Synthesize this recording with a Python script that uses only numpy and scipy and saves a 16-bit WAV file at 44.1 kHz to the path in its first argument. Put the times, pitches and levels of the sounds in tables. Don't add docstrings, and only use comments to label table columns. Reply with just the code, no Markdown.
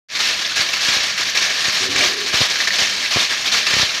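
import sys
import numpy as np
from scipy import signal
from scipy.fft import rfft, irfft
from scipy.io import wavfile
from scipy.ndimage import uniform_filter1d

SR = 44100
rng = np.random.default_rng(int(sys.argv[2]) if len(sys.argv) > 2 else 0)


def waveform_to_disk(signal):
    frames = np.transpose(np.atleast_2d(signal))
    scaled = np.clip(frames, -1, 1) * 32767
    samples = np.round(scaled).astype(np.int16)
    wavfile.write(sys.argv[1], SR, samples)


N = 176400
TIME = np.arange(N) / SR
BED_START_S, BED_RISE_S, BED_DB = .082, .064, -23
FADE_IN = np.clip((TIME - BED_START_S) / BED_RISE_S, 0, 1)


def from_db(db):
    return 10 ** (np.asarray(db) / 20)


def rms_one(x):
    return x / np.sqrt(np.mean(x ** 2) + 1e-20)


def resonance(x, hz, width_hz):
    return signal.lfilter(*signal.iirpeak(min(hz, SR * .45), hz / width_hz, fs=SR), x + 1e-18)


def steep_resonance(x, hz, width_hz):
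    return resonance(resonance(x, hz, width_hz), hz, 2 * width_hz)


def blows(rows):
    clicks = np.zeros(N)
    for s, db in rows:
        clicks[int(s * SR)] += from_db(db)
    return clicks


def dying(clicks, decay_s):
    return signal.lfilter([1], [1, -np.exp(-1 / (decay_s * SR))], clicks + 1e-18)


def drum(x, echo_db, t60_s=.06, first_echo_s=.0012):
    t = TIME[:SR // 5]
    echoes = rng.standard_normal(len(t)) * from_db(-60 * t / t60_s) * (t > first_echo_s)
    return x + from_db(echo_db) * signal.fftconvolve(x, echoes / np.linalg.norm(echoes))[:N]


def flow(showers_per_s=120):
    power = (from_db(BED_DB) * FADE_IN) ** 2 + falling_loads()
    landings = rng.exponential(1, N).clip(0, 3) * (rng.random(N) < showers_per_s / SR)
    showers = rms_one(np.sqrt(1 + .55 * dying(landings, decay_s=.005)))
    scatter = dying(blows([(s, db) for s, _, _, db in BIG_STONES]), decay_s=.009)
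    return np.sqrt(power * showers ** 2 + scatter ** 2)


# (frequency [Hz], gain [dB])
STONE_SPECTRUM = [(70, -16), (120, -20.5), (200, -11.5), (300, -15), (450, -15.5), (650, -13), (920, -13.5),
                  (1100, -10), (1400, -8), (1750, -6), (2400, -3), (3200, -3), (4200, -2), (4800, -4.5),
                  (5700, -6), (6500, -9), (7300, -16.5), (8200, -23.5), (9200, -24.5), (10400, -30),
                  (13800, -29.5)]
def stone_colour(x, size=4096):
    hz, db = np.transpose(STONE_SPECTRUM)
    grid = np.maximum(np.arange(size // 2 + 1) * SR / size, 1)
    gain = from_db(np.interp(np.log(grid), np.log(hz), db)) / np.sqrt(1 + (hz[0] / grid) ** 4)
    cepstrum = irfft(np.log(gain))[:size // 2]
    cepstrum[1:] *= 2
    return signal.fftconvolve(x, irfft(np.exp(rfft(cepstrum, size))))[:N]


# (frequency [Hz], width [Hz], relative level [dB])
WALL_MODES = [(615, 22, 3), (1031, 42, -0.5), (1166, 25, 0.5), (1304, 14, -4), (1650, 39, 7), (1792, 60, 5),
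              (2200, 30, 2), (2870, 60, -30), (4490, 120, -3), (4340, 73, -4), (5595, 80, 1),
              (9120, 140, -2.5), (10000, 180, -1.5)]
def steel_wall(clicks, thickness, lift_db=.5):
    on_steel = clicks / thickness ** .15
    ringing = sum(from_db(db + lift_db) * resonance(on_steel * rng.choice([-1, 1], N), hz, width)
                  for hz, width, db in WALL_MODES)
    return ringing / np.std(clicks)


def gravel(contacts_per_s=4100, pitch_count=96, spot_count=16):
    low_hz, heavy_hz, high_hz, stone_q = 316.4, 1200, 14580, 8.4
    size_spread_db, tick_share = 3, .22
    strength = flow()
    crowd = (strength / from_db(BED_DB) + 1e-6) ** .8
    sizes = from_db(size_spread_db * np.minimum(rng.exponential(1, N), 4.77)) * rng.choice([-1, 1], N)
    clicks = sizes * (rng.random(N) < contacts_per_s * crowd / SR) * strength / np.sqrt(crowd)
    thickness = rms_one(strength) + .01
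    pitch_index = rng.integers(0, pitch_count, N)
    spots = np.zeros((spot_count, N))
    for k, hz in enumerate(np.geomspace(low_hz, high_hz, pitch_count)):
        contacts = clicks * (pitch_index == k)
        if hz < heavy_hz:
            contacts *= thickness ** .28
        spots[k % spot_count] += resonance(contacts, hz, hz / stone_q) + tick_share * contacts
    rattle = sum(drum(spot, echo_db=5.5) for spot in spots)
    sound = stone_colour(rms_one(rattle) + steel_wall(clicks, thickness))
    return rms_one(sound) * np.sqrt(np.mean(strength ** 2))


def motor(rumble_db=-52.5, hum_db=-54.5):
    rumble = rms_one(steep_resonance(rng.standard_normal(N), hz=124, width_hz=130))
    hum = rms_one(steep_resonance(rng.standard_normal(N), hz=199.7, width_hz=6.6))
    return (from_db(rumble_db) * rumble + from_db(hum_db) * hum) * FADE_IN


# (time [s], peak before echoes [dB], ring [Hz], scattered gravel [dB])
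BIG_STONES = [(.15, -20, 2240, -17), (0.516, -16.5, 1510, -26), (0.605, -17, 2220, -19),
              (.688, -22, 2370, -17.5), (1.35, -19, 2380, -19), (1.371, -17, 1730, -15),
              (1.654, -12, 1790, -26), (1.96, -19, 2330, -11), (1.974, -11, 2200, -17),
              (2.008, -8, 2260, -26), (2.038, -12, 1750, -20), (2.558, -9.5, 1700, -23),
              (2.603, -7.5, 1800, -14.5), (2.673, -6, 1780, -13.5), (2.706, -7, 1820, -17.5),
              (3.673, -13, 2700, -23), (3.735, -10, 1760, -18), (3.94, -24, 1760, -21)]
def clanks(tick_share=.036):
    out = np.zeros(N)
    for s, db, hz, _ in BIG_STONES:
        click = blows([(s, 0)])
        ping = stone_colour(resonance(click, hz, width_hz=79) + tick_share * click)
        out += from_db(db) * ping / np.abs(ping).max()
    return drum(out, echo_db=-3)


# (time [s], length [s], relative level [dB])
LOADS = [(0.185, 0.12, -18), (0.389, 0.034, -22.5), (0.554, 0.059, -16.6), (0.631, 0.03, -24.5),
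         (0.728, 0.01, -18.5), (0.801, 0.051, -18.5), (0.865, 0.1, -16), (0.996, 0.089, -21),
         (1.173, 0.066, -22), (1.271, 0.02, -20.5), (1.344, 0.045, -16.5), (1.405, 0.062, -18),
         (1.49, 0.13, -23), (1.583, 0.033, -20), (1.64, 0.044, -17.5), (1.719, 0.12, -19),
         (1.911, 0.02, -21), (1.974, 0.1, -16.5), (2.199, 0.0081, -21.5), (2.266, 0.013, -21),
         (2.323, 0.069, -17.5), (2.397, 0.043, -16), (2.494, 0.018, -17.5), (2.581, 0.039, -19.5),
         (2.721, 0.066, -19.5), (2.781, 0.041, -16), (2.846, 0.087, -22.0), (2.989, 0.063, -21),
         (3.104, 0.12, -16), (3.291, 0.026, -18.5), (3.442, 0.036, -21), (3.513, 0.066, -15.5),
         (3.66, 0.18, -17), (3.88, 0.091, -23.4)]
def falling_loads(attack_s=.004, release_s=.042, lift_db=.43):
    power = np.zeros(N)
    for s, length, db in LOADS:
        attack = np.clip((TIME - s) / attack_s, 0, 1)
        release = np.exp(-np.maximum(TIME - s - length, 0) / release_s)
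        power += (from_db(db + lift_db) * attack * release) ** 2
    return power


# (time [s], peak level [dB], slap relative to body [dB])
DULL_BLOWS = [(.596, -23, -20), (0.886, -19, -17), (0.968, -20, -10), (1.683, -16.5, -8),
              (2.341, -15.5, -20), (2.407, -16, -31), (2.415, -8.5, -14), (2.82, -18, -5),
              (3.161, -11, -20), (3.17, -7.5, 4), (3.737, -18, -25), (3.767, -13, -8), (3.797, -14, -10),
              (3.831, -16, -19)]
def thumps(body_hz=103, top_hz=856):
    low_band = signal.butter(2, [body_hz / 2, top_hz], "band", fs=SR, output="sos")
    out = np.zeros(N)
    for s, db, slap_db in DULL_BLOWS:
        click = blows([(s, 0)])
        body = resonance(click, body_hz, width_hz=123)
        slap = from_db(slap_db) * resonance(click, hz=456, width_hz=550)
        thump = signal.sosfilt(low_band, body + slap + 1e-18)
        out += from_db(db) * thump / np.abs(thump).max()
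    return out


# (start [s], peak [s], end [s], frequency [Hz], width [Hz], level [dB])
GROAN_MODES = [(1.79, 1.83, 2.22, 379, 13, -36), (1.79, 1.97, 2.04, 280, 14, -35),
               (1.97, 2.17, 2.33, 410, 18, -36), (1.8, 1.97, 2.05, 523, 20, -40),
               (1.94, 2.02, 2.1, 595, 45, -35), (1.96, 2.03, 2.1, 712, 40, -37),
               (1.78, 2.02, 2.4, 350, 170, -36), (1.78, 1.97, 2.1, 115, 90, -39)]
def groan(slips_per_s=400):
    out = np.zeros(N)
    for start, peak, end, hz, width, db in GROAN_MODES:
        slips = (rng.random(N) < slips_per_s / SR) * rng.choice([-1, 1], N)
        tone = steep_resonance(slips, hz, width)
        running_rms = np.sqrt(uniform_filter1d(tone ** 2, size=4000).clip(0) + 1e-14)
        swell = np.sqrt(np.interp(TIME, [start, peak, end], [0, 1, 0]))
        out += from_db(db) * tone / running_rms * swell
    return out


def scene():
    return np.tile(gravel() + clanks() + thumps() + groan() + motor(), (2, 1))


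def record(dry, cutoff_hz=13950):
    return signal.sosfilt(signal.ellip(12, .1, 80, cutoff_hz, fs=SR, output="sos"), np.tanh(dry))


dry = scene()
out = record(dry)
waveform_to_disk(out)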